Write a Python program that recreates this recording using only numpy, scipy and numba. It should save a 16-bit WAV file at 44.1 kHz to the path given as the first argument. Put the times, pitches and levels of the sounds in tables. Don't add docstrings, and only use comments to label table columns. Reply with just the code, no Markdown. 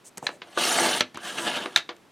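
import sys
import numpy as np
from scipy import signal
from scipy.fft import rfft, irfft
from scipy.io import wavfile
from scipy.ndimage import uniform_filter1d, minimum_filter1d
from numba import njit

SR = 44100
rng = np.random.default_rng(int(sys.argv[2]) if len(sys.argv) > 2 else 0)


def store_pcm(level_fs):
    pcm = np.round(np.clip(level_fs, -1, 1) * 32767).astype(np.int16)
    wavfile.write(sys.argv[1], SR, np.atleast_2d(pcm).T)


N = 93315
T = np.arange(N) / SR


def undb(db):
    return 10 ** (np.asarray(db) / 20)


def unit_rms(x):
    return x / np.sqrt(np.mean(x ** 2))


def unit_energy(x):
    return x / np.sqrt(np.sum(x ** 2))


def convolve(x, response):
    return signal.fftconvolve(x, response)[:len(x)]


def colour(x, spectrum, size=2048):
    hz, db = np.array(spectrum, float).T
    bins_hz = np.arange(size // 2 + 1) * SR / size
    gain = undb(np.interp(np.log(bins_hz + 1), np.log(hz), db))
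    cepstrum = irfft(np.log(gain))
    cepstrum[1:size // 2] *= 2
    cepstrum[size // 2 + 1:] = 0
    return convolve(x, irfft(np.exp(rfft(cepstrum))))


def split(x, edges_hz):
    bands = []
    for hz in edges_hz:
        bands.append(signal.sosfiltfilt(signal.butter(3, hz, fs=SR, output="sos"), x, padtype=None))
        x = x - bands[-1]
    return bands + [x]


def ring(modes, t, wave=np.sin):
    return sum(undb(db - 60 * t / t60) * wave(2 * np.pi * hz * t) for hz, db, t60 in modes)


def wander(rate_hz):
    hold = int(SR / rate_hz)
    steps = np.repeat(rng.standard_normal(N // hold + 1), hold)
    return unit_rms(uniform_filter1d(steps, hold)[:N])


@njit
def resonate(x, hz, width_hz):
    y, band_state, low_state = np.empty(len(x)), 0., 0.
    for i in range(len(x)):
        g, damping = np.tan(np.pi * hz[i] / SR), width_hz / hz[i]
        band = (band_state + g * (x[i] - low_state)) / (1 + g * (g + damping))
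        band_state = 2 * band - band_state
        low_state += 2 * g * band
        y[i] = damping * band
    return y


# f/Hz, level/dB
ROOM_NOISE_SPECTRUM = [(25,-9),(60,-11.5),(110,3.5),(330,10),(500,5.5),(1000,1.5),(3000,-5.5),(8000,-15),(12000,-18),(16000,-28.5)]

def room_noise(level_db=-57.5):
    return undb(level_db) * unit_rms(colour(rng.standard_normal(N), ROOM_NOISE_SPECTRUM))


def grains(rate_per_s=6500, scatter_db=.7):
    impulses = (rng.random(N) < rate_per_s / SR) * rng.choice([-1, 1], N)
    return impulses * undb(scatter_db * np.minimum(rng.exponential(size=N), 4))


# t/s, length/s, hiss level/dB, rub level/dB
BRUSHES = [(0.042,0.057,-47,-69),(0.217,0.071,-50,-42.5),(0.287,0.095,-60,-52)]
# f/Hz, level/dB
HISS_SPECTRUM = [(2000,-16),(5000,-9),(6500,1.5),(8500,2.5),(11000,-10),(16000,-21)]
RUB_SPECTRUM = [(60,-39),(130,5),(300,1),(600,9),(1100,-11),(3000,-9.5),(8000,-44)]

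def card_brushes():
    hiss = unit_rms(colour(grains(), HISS_SPECTRUM))
    rub = unit_rms(colour(grains(), RUB_SPECTRUM))
    out = 0
    for start_s, length_s, hiss_db, rub_db in BRUSHES:
        progress = np.clip((T - start_s) / length_s, 0, 1)
        swell = np.abs(np.sin(np.pi * progress)) ** .95
        out += swell * (undb(hiss_db) * hiss + undb(rub_db) * rub)
    return out


# f/Hz, level/dB
CRACK_SPECTRUM = [(40,-35.5),(80,-7.5),(130,4),(300,3),(600,-0.5),(1000,4),(1700,4),(4200,-1),(5000,-2.5),(6500,1.5),(9000,-4),(12000,-9),(16000,-31)]

def knocks(hits, modes, edges_hz=(280, 900, 2200, 4600)):
    contact_s, seat_s, level_span_s = .0025, .002, .003
    crack_decay_s, rattle_decay_s, tick_decay_s, tick_rest_db = .0014, .015, .0034, -10
    lead = SR // 200
    t = np.maximum(T[:SR // 7] - lead / SR, 0)
    attack = np.minimum(t / contact_s, 1) ** .5
    contact = unit_energy(attack * np.exp(-np.maximum(t - contact_s, 0) / crack_decay_s))
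    rattle = unit_energy(attack * np.exp(-t / rattle_decay_s))
    out = np.zeros(2 * N)
    for start_s, *bands_db, modes_db, rattle_db in hits:
        envelope = np.hypot(contact, undb(rattle_db) * rattle)
        crack = colour(envelope * rng.standard_normal(len(t)), CRACK_SPECTRUM)
        detuned = [(hz * (1 + .012 * rng.standard_normal()), db, t60) for hz, db, t60 in modes]
        ringing = ring(detuned, t) * (1 - np.exp(-t / seat_s))
        bands = split(undb(modes_db) * unit_energy(ringing) + unit_energy(crack), edges_hz)
        bands[-1] *= np.exp(-t / tick_decay_s) + undb(tick_rest_db)
        i = int(start_s * SR) - lead
        for band, db in zip(bands, bands_db):
            out[i:i + len(t)] += unit_energy(band) * undb(db) * np.sqrt(level_span_s * SR)
    return out[:N]


# t/s, 5 x band level/dB (low to high), modes/dB re crack, rattle/dB re contact
RAIL_HITS = [(.1725,-42,-48,-43,-45,-37,-17,-2),(.1790,-56,-40.5,-43.5,-74,-33.5,-22,-30),(.2260,-42.5,-31,-51,-68,-52,-7,2),(.2670,-59,-37,-23.5,-18.5,-37.5,-1.5,-3),(.2895,-60,-32,-31,-46,-52,-26,-4),(.4175,-63,-41.5,-37.5,-34.5,-75,-30,-1.5)]
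# f/Hz, level/dB, t60/s
RAIL_MODES = [(574,-6,0.038),(805,-9.5,0.058),(1730,1.5,0.022),(3356,-10,0.025),(4100,8,0.015),(6000,-3,0.019)]

def rail_clacks():
    return knocks(RAIL_HITS, RAIL_MODES)


def squeaks(rate_per_s=600, range_hz=(2500, 14000), length_s=.014, max_glide=.03):
    out, t = np.zeros(2 * N), T[:int(length_s * SR)]
    for when, pitch, glide, size in rng.random((int(rate_per_s * N / SR), 4)):
        hz = np.interp(pitch, (0, 1), range_hz) * (1 + max_glide * (2 * glide - 1) * t / length_s)
        i = int(when * N)
        out[i:i + len(t)] += size ** 2 * np.hanning(len(t)) * np.sin(2 * np.pi * np.cumsum(hz) / SR)
    return unit_rms(out[:N])


# f/Hz, level/dB
FRICTION_SPECTRUM = [(30,-72.5),(70,-27.5),(120,-5),(300,-0.5),(700,-4),(2000,-1.5),(4000,-7),(7000,-8.5),(10000,-12.5),(13000,-22.5),(16000,-28.5)]
# f/Hz, width/Hz, cutting level/dB, return level/dB
SLIDE_RESONANCES = [(252.5,28,1,0),(338,12,-7,-2.5),(464,250,3,-14),(588,47,-1.5,-1),(720,87,10.5,2),(861,75,6.5,-1),(976,14,-8,5.5),(1164,193,3.5,-2.5),(1384,83,-4,3),(1644,77,2,7.5),(2137,60,-1.5,-5),(3003,590,3.5,5),(3610,86,3,0),(4180,270,-0.5,-16.5),(5700,990,-6,-16),(8630,490,3,-1.5),(9600,480,0,-8),(11920,600,-4.5,-11)]

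def slide(envelope, cutting, edges_hz=(1500, 5000)):
    judder_db, judder_hz, waver_db, waver_hz = 1.3, 140, 2.6, 65
    bypass_db, squeak_db = -6.5, -10.5
    judder = undb(judder_db * wander(judder_hz))
    slips = grains() * judder
    body = undb(bypass_db) * grains() * judder
    for hz, width_hz, cut_db, return_db in SLIDE_RESONANCES:
        drift = .018 * (1 + hz / 5000)
        centre_hz = hz * (1 + drift * wander(waver_hz / 2))
        level_db = (cut_db if cutting else return_db) + waver_db * wander(waver_hz)
        body += undb(level_db) * resonate(slips, centre_hz, float(width_hz))
    friction = colour(unit_rms(body) + undb(squeak_db) * squeaks(), FRICTION_SPECTRUM)
    times_s, *bands_db = np.array(envelope).T
    sliding = (T > times_s[0]) & (T < times_s[-1])
    gains = [undb(np.interp(T, times_s, db, left=-120, right=-120)) for db in bands_db]
    return sum(band / band[sliding].std() * gain for band, gain in zip(split(friction, edges_hz), gains))


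# t/s, body level/dB, rasp level/dB, hiss level/dB
CUT_ENVELOPE = [(.43,-57.5,-69.5,-75),(.555,-56.5,-51,-56),(.572,-44,-46.5,-54),(.586,-29,-27.5,-33),(.66,-32.5,-28.5,-29),(.75,-28.5,-28,-29.5),(.83,-27.5,-27,-30),(.91,-29,-27.5,-30.5),(1.0,-37.5,-33.5,-39),(1.025,-35,-40,-52)]

def cut_stroke():
    return slide(CUT_ENVELOPE, cutting=True)


BED_HITS = [(.5745,-38,-22,-19.5,-31.5,-42,5,-20),(1.1718,-47,-39,-31,-51,-42,-20,-4),(1.6575,-46.5,-28,-28.5,-31.5,-51.5,-13.5,-2.5)]
# f/Hz, level/dB, t60/s
BED_MODES = [(378,-4,0.038),(493,5.5,0.017),(1228,3.5,0.021),(1490,1.5,0.025),(3170,-15.5,.012)]

def bed_bumps():
    return knocks(BED_HITS, BED_MODES)


CARRIAGE_HITS = [(.7858,-54,-37,-19,-46,-44,-25,-22),(1.1440,-41.5,-44.5,-41.5,-45,-48,-17,7),(1.1565,-50.5,-40,-52,-39.5,-65,-16,-12),(1.7604,-45,-30,-17,-6.5,-20.5,4,-5.5),(1.7730,-45,-38.5,-28.5,-21,-33.5,-10,6),(1.8905,-65,-32.5,-32,-30.5,-59,-28,2.5),(1.964,-66,-74,-61.5,-58,-57.5,-12,-3)]
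# f/Hz, level/dB, t60/s
CARRIAGE_MODES = [(671,-9,.03),(830,-8.5,0.034),(1432,-6,0.035),(1717,7.5,0.012),(2500,-14.5,.015),(3030,-8,.01),(3750,8.5,.008),(4100,-2,0.0068),(5950,2.5,0.0076)]

def carriage_knocks():
    return knocks(CARRIAGE_HITS, CARRIAGE_MODES)


FAR_STOP_HITS = [(1.0064,-28.5,-23.5,-23.5,-13,-29.5,0,-5)]
# f/Hz, level/dB, t60/s
FAR_STOP_MODES = [(244,-10.5,0.11),(596,-0.5,0.043),(1340,0.5,0.06),(1735,5,0.028),(2036,-1,0.027),(2665,-3,.02),(3330,7,0.014),(4120,-8,0.016),(5900,-0.5,0.044)]

def far_stop_knock():
    return knocks(FAR_STOP_HITS, FAR_STOP_MODES)


# t/s, body level/dB, rasp level/dB, hiss level/dB
RETURN_ENVELOPE = [(1.15,-80,-52,-90),(1.215,-49,-51,-54),(1.25,-42.5,-35.5,-43.5),(1.365,-41,-42.5,-45.5),(1.385,-31.5,-28.5,-41),(1.42,-42,-41.5,-41),(1.475,-30,-29.5,-40.5),(1.51,-36,-34.5,-43.5),(1.56,-35.5,-30.5,-44.5),(1.64,-38.5,-42.5,-52),(1.70,-51,-49,-58),(1.77,-53,-54.5,-58.5)]

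def return_stroke():
    return slide(RETURN_ENVELOPE, cutting=False)


# f/Hz, level/dB, t60/s
TABLE_MODES = [(252,-59,.24),(339,-55,.24),(490,-58,.16),(603,-58,.18),(688,-55,.18),(870,-61,.14)]

def table_ring(direct):
    return convolve(direct, ring(TABLE_MODES, T, np.cos))


# f/Hz, level/dB
ROOM_SPECTRUM = [(60,5),(200,6),(800,-1.5),(2500,-8),(4500,-11),(8000,-13),(16000,-37.5)]

def room_reverb(direct, edges_hz=(700, 2500, 6000), t60s_s=(.17, .19, .22, .24)):
    delay_s, early_decay_s, early_db, tail_db = .0069, .017, -15.5, -8.5
    t = T[:SR // 2]
    bands = split(rng.standard_normal(len(t)), edges_hz)
    tail = sum(band * undb(-60 * t / t60) for band, t60 in zip(bands, t60s_s))
    early = rng.standard_normal(len(t)) * np.exp(-t / early_decay_s)
    arrived = t > delay_s
    response = undb(tail_db) * unit_energy(tail * arrived) + undb(early_db) * unit_energy(early * arrived)
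    return convolve(direct, colour(response, ROOM_SPECTRUM))


# f/Hz, level/dB
LEAN_SPECTRUM = [(1000,-87),(2500,-34.5),(10000,-31.5)]
# f/Hz, level/dB
MIC_NOISE_SPECTRUM = [(25, 0), (100, -1.5), (300, 8.5), (1000, .5), (5000, -19), (16000, -36)]

def microphones(mid, lag_s=1.5e-6, noise_db=-67):
    noise = undb(noise_db) * unit_rms(colour(rng.standard_normal(N), MIC_NOISE_SPECTRUM))
    side = colour(mid, LEAN_SPECTRUM) + np.gradient(mid) * SR * lag_s / 2 + noise
    return np.array([mid + side, mid - side])


def scene(low_cut_hz=69):
    strokes = cut_stroke() + return_stroke()
    hits = rail_clacks() + bed_bumps() + far_stop_knock() + carriage_knocks()
    low_cut = signal.butter(4, low_cut_hz, "high", fs=SR, output="sos")
    direct = signal.sosfilt(low_cut, strokes + hits + card_brushes())
    return microphones(direct + room_noise() + table_ring(direct) + room_reverb(direct))


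def record(dry, ceiling=.9, reaction_s=.002, top_hz=15950):
    size = int(reaction_s * SR)
    gain = np.minimum(1, ceiling / (np.abs(dry).max(axis=0) + 1e-9))
    gain = uniform_filter1d(minimum_filter1d(gain, size), size)
    return signal.sosfilt(signal.ellip(8, .2, 70, top_hz, fs=SR, output="sos"), dry * gain)


dry = scene()
out = record(dry)
store_pcm(out)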